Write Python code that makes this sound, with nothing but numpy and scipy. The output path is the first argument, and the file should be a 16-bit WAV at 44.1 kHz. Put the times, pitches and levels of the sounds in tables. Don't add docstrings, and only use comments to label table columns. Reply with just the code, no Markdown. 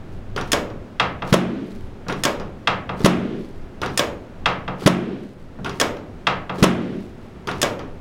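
import sys
import numpy as np
from scipy import signal
from scipy.fft import rfft, irfft
from scipy.io import wavfile
from scipy.ndimage import uniform_filter1d

SR = 44100
rng = np.random.default_rng(int(sys.argv[2]) if len(sys.argv) > 2 else 0)


def int16_out(signal):
    q = np.round(np.clip(np.atleast_2d(signal).T, -1, 1) * 32767)
    wavfile.write(sys.argv[1], SR, q.astype(np.int16))


N = 352888
T = np.arange(SR) / SR

# start_s, level_db, rattle_after_s
GRIPS = [(.362, 0, .049), (2.083, 0, .041), (3.816, 1.5, .044), (5.645, -1.5, .049), (7.472, 0.5, .041)]
# start_s, latch_db, brightness_db_per_octave, stop_after_s, stop_db
COCKS = [(0.5184, -3, 0.46, 0.012, -1.5), (2.2361, -1.5, -1, 0.015, -1.5), (3.9752, -3, 0.5, 0.017, -2),
         (5.7994, 0.5, -1.5, .0122, -1.5), (7.616, -6, 0.9, 0.012, -2)]
# start_s, level_db, tick_db
DROPS = [(1.3262, 3, -17), (3.0456, 5.5, -6.5), (4.861, 7, -8), (6.626, 5.5, -5.5)]
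# pitch_hz, strike_db, ring_db
STOP_COLOUR = [(80, 15, 16.5), (140, 29, 19.5), (245, 9.5, 29), (413, 25.5, 27), (516, 27, 31),
               (830, 8, 23), (1220, -0.5, 22.5), (1960, 8, 16.5), (3360, 25.5, 11.5), (4430, 9, 5.5),
               (5400, 20.5, 7.5), (7850, 9.5, -2.5), (10600, 1, -8), (15000, 0, -13)]
# pitch_hz, level_db, ring_s (time to fade by 60 dB)
SPRING_MODES = [(4970, -45, 0.14), (5469, -49.5, 0.27), (6430, -57, 0.26), (7000, -56, 0.21),
                (7550, -54.5, 0.22)]
RAIL_MODES = [(135.6, -29, 0.74), (186, -30, 0.8), (443.7, -35, 0.31), (502, -28, 0.21), (735, -32.5, 0.37),
              (936, -35, 0.35), (1179, -28, 0.17), (1426, -24.5, 0.15)]
BOARD_MODES = [(345, -7.5, 0.033), (528, -8, 0.012), (683, -14, 0.048), (1097, -5.5, 0.035),
               (1320, -18.5, 0.021)]
LEVER_MODES = [(608, -33, .42), (691, -32, .42), (796, -29, .42), (855, -32, .42), (990, -32, .4),
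               (1114, -28, .42), (1162, -33, .42), (1219, -27, .42), (1289, -27, .42), (1415, -31, .39),
               (1607, -30, .35), (1703, -31, .34), (2079, -29, .29), (2581, -32, .24), (2656, -33, .24),
               (2703, -29, .23), (2756, -30, .23), (3270, -29, .2), (3754, -32, .18)]
LEVER_CLANG = [(900, -22, 0.048), (1313, -21, 0.12), (1703, -23, 0.07), (2013, -19, 0.055),
               (2700, -14, 0.037), (3315, -9.5, 0.025), (3630, -21.5, 0.053), (3970, -26, 0.02),
               (5200, -26, 0.043)]


def amp(db):
    return 10 ** (np.asarray(db) / 20)


def read(table, hz, column=1):
    table = np.array(table)
    return np.interp(np.log(hz + 1), np.log(table[:, 0] + 1), table[:, column])


def unit(x):
    return x / np.linalg.norm(x)


def fade(ring_s):
    return np.exp(-np.log(1000) * T / ring_s)


def add(mix, start_s, sound):
    part = mix[round(start_s * SR):][:len(sound)]
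    part += sound[:len(part)]


def colour(x, db_of_hz):
    size = 2 * len(x)
    log_gain = np.log(amp(db_of_hz(abs(np.fft.fftfreq(size, 1 / SR)))))
    response = np.exp(np.conj(signal.hilbert(log_gain)))
    return irfft(rfft(x, size) * response[:len(x) + 1])[:len(x)]


def radiated(x, table, column):
    return colour(x, lambda hz: read(table, hz, column) - 10 * np.log10(1 + (60 / (hz + 5)) ** 4))


def strike(table, contact_s):
    envelope = T / contact_s * np.exp(-T / contact_s)
    chatter = rng.standard_normal(SR) * envelope
    for _ in range(2):
        even = irfft(np.exp(1j * np.angle(rfft(chatter))), SR)
        chatter = even * np.sqrt(envelope)
    return radiated(unit(chatter), table, column=1)


def ring(table, stretch, rise_s):
    # pitch_hz, ring_s
    ring_times = [(100, 1), (300, 1), (600, 0.72), (1200, 0.51), (2500, 0.52), (4500, 0.36), (8000, 0.35),
                  (15000, 0.41)]
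    hz, t, bands = signal.stft(rng.standard_normal(SR), SR, nperseg=256)
    rate = np.log(1000) / (stretch * read(ring_times, hz))[:, None]
    fading = bands * np.sqrt(2 * rate / SR) * np.exp(-rate * t)
    tail = signal.istft(fading, SR, nperseg=256)[1][:SR]
    return radiated(tail * (1 - np.exp(-T / rise_s)), table, column=-1)


def modes(table, rise_s):
    tones = sum((-1) ** k * amp(db) * fade(ring_s) * np.sin(2 * np.pi * hz * T)
                for k, (hz, db, ring_s) in enumerate(table))
    return tones * (1 - np.exp(-T / rise_s))


def swell(peak_s, spread_s):
    return rng.standard_normal(SR) * np.exp(-.5 * ((T - peak_s) / spread_s) ** 2)


def play(blows, voice, fresh, ripple_db, delay_s=0):
    out, usual = np.zeros(N), voice()
    grid_hz = np.linspace(0, SR / 2, num=260)
    treble = np.clip(grid_hz / 2500 - 1.2, 0, 1)
    ripple = ripple_db * rng.standard_normal(len(grid_hz)) * treble
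    for s, db, brightness in blows:
        sound = (1 - fresh) * usual + fresh * voice()
        tilt = lambda hz: brightness * np.log2(np.clip(hz, 250, 12000) / 1000)
        add(out, s + delay_s, colour(sound, lambda hz: db + tilt(hz) + np.interp(hz, grid_hz, ripple)))
    return out / np.hypot(1 - fresh, fresh)


def ventilation():
    # pitch_hz, level_db
    air_colour = [(8.8, -21), (15, 4), (43, -25), (66, -7), (80, -14.5), (100, -6.5), (125, -15),
                  (195, -11.5), (269, -14.5), (330, -20), (361, -14.5), (442, -20.5), (592, -22.5),
                  (972, -29), (1340, -31), (3220, -42), (14200, -64.5), (16000, -62)]
    # time_s, boost_db
    drift = [(0, 8), (.35, 9), (.6, 4), (8, 1)]
    hz = np.fft.rfftfreq(N, 1 / SR)
    air = unit(irfft(rfft(rng.standard_normal(N)) * amp(read(air_colour, hz)), N))
    rumble = irfft(rfft(air) / (1 + (hz / 115) ** 6), N)
    drift_db = np.interp(np.arange(N) / SR, *np.transpose(drift))
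    waver = unit(irfft(rfft(rng.standard_normal(N)) * (hz < 5), N)) * np.sqrt(N)
    return amp(-37.5) * np.sqrt(N) * (air - rumble + rumble * amp(drift_db + 2.6 * waver))


def rustle():
    # pitch_hz, level_db
    cloth_colour = [(300, 10), (1500, 14), (4500, 13), (7000, 5.5), (10000, 2.5), (15000, -4)]
    out = np.zeros(N)
    moves = [(GRIPS, -.23, -70.5, .041),
             (COCKS, -.034, -60.5, .04),
             (DROPS, -.022, -51.5, .031),
             (DROPS, .39, -62.5, .072)]
    for events, after_s, db, spread_s in moves:
        peak_s = 3 * spread_s
        for s, *_ in events:
            grains = amp(3.5 * np.repeat(rng.standard_normal(SR // 100), 100))
            slips = colour(swell(peak_s, spread_s) * grains, lambda hz: read(cloth_colour, hz))
            add(out, max(s + after_s - peak_s, 0), amp(db) * slips)
    return out


def joint():
    # pitch_hz, strike_db, ring_db
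    joint_colour = [(80.5, -1.5, 20), (153, 19.5, 22.5), (272, 5, 23), (406, 23.5, 23), (596, 7.5, 12.5),
                    (880, -11, 15), (1250, -1, 16.5), (1880, -11, 6), (3200, 3.5, 1), (4460, -3.5, -6),
                    (5770, -5, -8.5), (8000, -21.5, -30.5), (10800, -23.5, -33), (14900, -31, -46)]
    click = amp(-.5) * strike(joint_colour, contact_s=.0013)
    tail = amp(1) * ring(joint_colour, stretch=.74, rise_s=.0029)
    return click + tail + amp(-12.5) * modes(SPRING_MODES, rise_s=.001)


def joint_clicks():
    # start_s, level_db, brightness_db_per_octave
    let_gos = [(.701, -12, -2.5), (2.398, -5, -1), (5.968, -14, 0), (7.792, -6, -0.8)]
    clicks = [(s, db, .95) for s, db, _ in GRIPS]
    rattles = [(s + after_s, db - 4.5, 1.4) for s, db, after_s in GRIPS]
    ticks = [(s - .042, tick_db, -3) for s, _, tick_db in DROPS]
    return play(clicks + rattles + let_gos + ticks, joint, fresh=.54, ripple_db=5.5)


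def soft_knock():
    # pitch_hz, strike_db, ring_db
    knock_colour = [(80, 8.5), (160, 19.5), (350, 10.5), (600, 14), (900, 7), (1350, 13), (2000, 6.5),
                    (3000, 1.5), (5000, -19), (9000, -24), (15000, -42)]
    knock = amp(-2) * strike(knock_colour, contact_s=.00396)
    tail = amp(1) * ring(knock_colour, stretch=.49, rise_s=.004)
    return knock + tail + amp(-4.5) * modes(RAIL_MODES, rise_s=.0035)


def knocks():
    # start_s, level_db, brightness_db_per_octave
    touches = [(2.0635, -11, -4), (5.5855, -14, -7.5)]
    engaging = [(s + .0125, db + 1.3, .9) for s, db, _ in GRIPS]
    settling = [(s + .298, db - 22, -7.5) for s, db, _ in DROPS]
    return play(touches + engaging + settling, soft_knock, fresh=.37, ripple_db=6)


def latch():
    # pitch_hz, level_db
    latch_colour = [(80, 3), (250, -20), (400, 22), (700, 9.5), (1300, 14.5), (2000, 13), (3000, 18),
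                    (4200, 16.5), (5500, 9), (8500, 11.5), (11000, 5.5), (15000, -2)]
    # pitch_hz, level_db, ring_s
    latch_modes = [(1810, -16.5, 0.12), (2470, -21, 0.048), (3630, -26.5, 0.064), (5160, -7, 0.025),
                   (5870, -16, 0.0087), (6560, -2.5, 0.0066), (6850, -12, 0.036), (9200, -7, 0.008),
                   (6650, -43, 0.45), (7050, -47.5, 0.55), (10010, -46, 0.35)]
    snap = amp(-3) * strike(latch_colour, contact_s=.0012) + amp(-6) * modes(latch_modes, rise_s=.00034)
    tail = amp(-2) * ring(latch_colour, stretch=.25, rise_s=.0011)
    return snap + tail + amp(14.5) * modes(SPRING_MODES, rise_s=.001)


def pad_stop():
    # pitch_hz, level_db, ring_s
    pad_modes = [(133.5, -28, 0.71), (233, -24.5, 0.68), (310, -28, 1), (361, -37, 0.32),
                 (421.4, -24.5, 0.4), (497.4, -26.5, 0.74), (583, -19, 0.56), (591, -44, 0.27),
                 (1068, -17, 0.17), (1157, -16, 0.13), (1380, -39, 0.3), (1625, -17, 0.13),
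                 (2254, -22.5, 0.2)]
    knock = amp(-3) * strike(STOP_COLOUR, contact_s=.002) + amp(-6.5) * modes(BOARD_MODES, rise_s=.00046)
    tail = amp(2) * ring(STOP_COLOUR, stretch=.78, rise_s=.00087)
    return knock + tail + amp(-5.5) * modes(pad_modes, rise_s=.00097)


def cocking():
    snaps = [(s, db, brightness) for s, db, brightness, *_ in COCKS]
    stops = [(s + after_s, db, .33) for s, _, _, after_s, db in COCKS]
    return play(snaps, latch, fresh=.25, ripple_db=3.5) + play(stops, pad_stop, fresh=.4, ripple_db=3)


def echoed(x):
    # delay_s, gain
    echoes = [(.0058, 0.04), (0.0117, 0.1)]
    out = x.copy()
    for delay_s, gain in echoes:
        add(out, delay_s, gain * x)
    return out


def lever():
    # pitch_hz, strike_db, ring_db
    lever_colour = [(79.7, 2, 25), (160, -3, 28.5), (267, 19, 27.5), (372, 15, 27), (550, 18, 30),
                    (950, 29, 29), (1160, 33, 28.5), (1950, 25.5, 24.5), (2700, 23, 21), (4140, 19.5, 11.5),
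                    (5400, 12.5, 3.5), (7760, -1, -11), (10300, -7, -21), (15000, -35, -29)]
    clank = amp(-10) * strike(lever_colour, contact_s=.0031) + amp(.5) * modes(LEVER_CLANG, rise_s=.002)
    tones = amp(-.3) * modes(LEVER_MODES, rise_s=.0007) + amp(.5) * modes(RAIL_MODES, rise_s=.008)
    spring = amp(-1) * modes(SPRING_MODES, rise_s=.001)
    tail = amp(-4.5) * ring(lever_colour, stretch=.81, rise_s=.0081)
    return echoed(clank) + tones + spring + tail


def releasing():
    # start_s, bounce_after_s
    lever_falls = [(.9975, .223), (2.6725, .219), (4.4575, .2205), (6.2685, .226)]
    falls = [(s, .34, .72) for s, _ in lever_falls]
    bounces = [(s + after_s, -9, -3.5) for s, after_s in lever_falls]
    return play(falls + bounces, lever, fresh=.11, ripple_db=1)


def catch():
    # pitch_hz, level_db
    catch_colour = [(80, 12.5), (150, 28.5), (250, 35), (400, 29.5), (600, 15.5), (900, 15.5), (1300, 18.5),
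                    (2000, 13.5), (3000, 13), (4200, 12), (5500, 9.5), (8000, -2), (11000, 0), (15000, -8)]
    crack = strike(catch_colour, contact_s=.0029)
    tail = amp(4.5) * ring(catch_colour, stretch=.4, rise_s=.0059)
    return crack + tail + amp(-5) * modes(LEVER_CLANG, rise_s=.003)


def thud(hz, swell_s):
    return T / swell_s * np.exp(1 - T / swell_s) * np.sin(2 * np.pi * hz * T)


def landing():
    # pitch_hz, strike_db, ring_db
    crash_colour = [(74, 14, 27.5), (139, 30.5, 34.5), (245, 41.5, 26.5), (396, 28, 27), (625, 38, 32.5),
                    (820, 2.5, 25), (1110, 17, 27.5), (1960, 7.5, 22.5), (3340, 20, 18), (4400, 7, 8),
                    (5200, 12, 10), (8000, 7, 1.5), (10300, 10, -4), (15000, -18, -21)]
    # pitch_hz, level_db, ring_s
    frame_modes = [(105.5, -41, 0.79), (138.2, -23, 0.84), (182.2, -11, 0.57), (230, -17, 0.8),
                   (273, -26.5, 0.76), (320.4, -21, 0.78), (357, -25, 0.93), (398, -29, 1),
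                   (570, -31.5, 0.74), (650, -57, 0.36)]
    crash = amp(-.5) * strike(crash_colour, contact_s=.0038) + amp(-3) * modes(LEVER_CLANG, rise_s=.0055)
    tones = amp(-2) * modes(frame_modes, rise_s=.0044) + amp(-5) * modes(LEVER_MODES, rise_s=.0033)
    return crash + tones + ring(crash_colour, stretch=.98, rise_s=.0043)


def shudder():
    # pitch_hz, level_db
    shudder_colour = [(100, -27), (190, 34.5), (250, 32.5), (390, 30), (540, 16), (900, 4), (1600, 5),
                      (3200, 0.5), (5000, -10), (9000, -25.5), (15000, -35.5)]
    return radiated(unit(swell(peak_s=.19, spread_s=.12)), shudder_colour, column=1)


def weight():
    thud_ahead_s, bottom_after_s = .0016, .0158
    out = np.zeros(N)
    for s, db, _ in DROPS:
        clunk = amp(-2.5) * thud(hz=314, swell_s=.0013) + amp(2.5) * modes(BOARD_MODES, rise_s=.00091)
        knock = amp(-4.5) * strike(STOP_COLOUR, contact_s=.0018)
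        add(out, s - thud_ahead_s, -amp(db - 4.5) * thud(hz=169.6, swell_s=.0036))
        add(out, s + bottom_after_s, amp(db) * (knock - clunk))
        add(out, s, amp(db + 1.1) * shudder())
    return out


def dropping():
    blows = [(s, db, -.4) for s, db, _ in DROPS]
    cracks = play(blows, catch, fresh=.4, ripple_db=1.5)
    landings = play(blows, landing, fresh=.25, ripple_db=2, delay_s=.0105)
    return cracks + landings + weight()


def stereo(mono):
    # pitch_hz, difference_db
    spread = [(60, -55), (1000, -58), (2000, -52), (4000, -39), (8000, -31), (14000, -15)]
    scatter = unit(rng.standard_normal(SR) * fade(ring_s=.0021))
    side = signal.oaconvolve(mono, colour(scatter, lambda hz: read(spread, hz)))[:N]
    return np.array([mono + side, mono - side])


def scene():
    table_sounds = joint_clicks() + knocks() + cocking() + releasing() + dropping()
    return stereo(table_sounds + rustle() + ventilation())


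def record(dry):
    limit_db, recovery_db_per_s, cutoff_hz = -6, 17.7, 16100
    power = uniform_filter1d((dry ** 2).mean(0), size=130)
    power_db = 10 * np.log10(abs(power) + 1e-12)
    recovery_db = np.arange(N) / SR * recovery_db_per_s
    held_db = np.maximum.accumulate(power_db + recovery_db) - recovery_db
    cut_db = uniform_filter1d(np.maximum(held_db - limit_db, 0), size=60)
    limited = np.clip(dry / amp(cut_db), -1, 1)
    treble_cut = signal.firwin(511, cutoff_hz, window=("kaiser", 9), fs=SR)
    return signal.oaconvolve(limited, treble_cut[None], "same")


dry = scene()
out = record(dry)
int16_out(out)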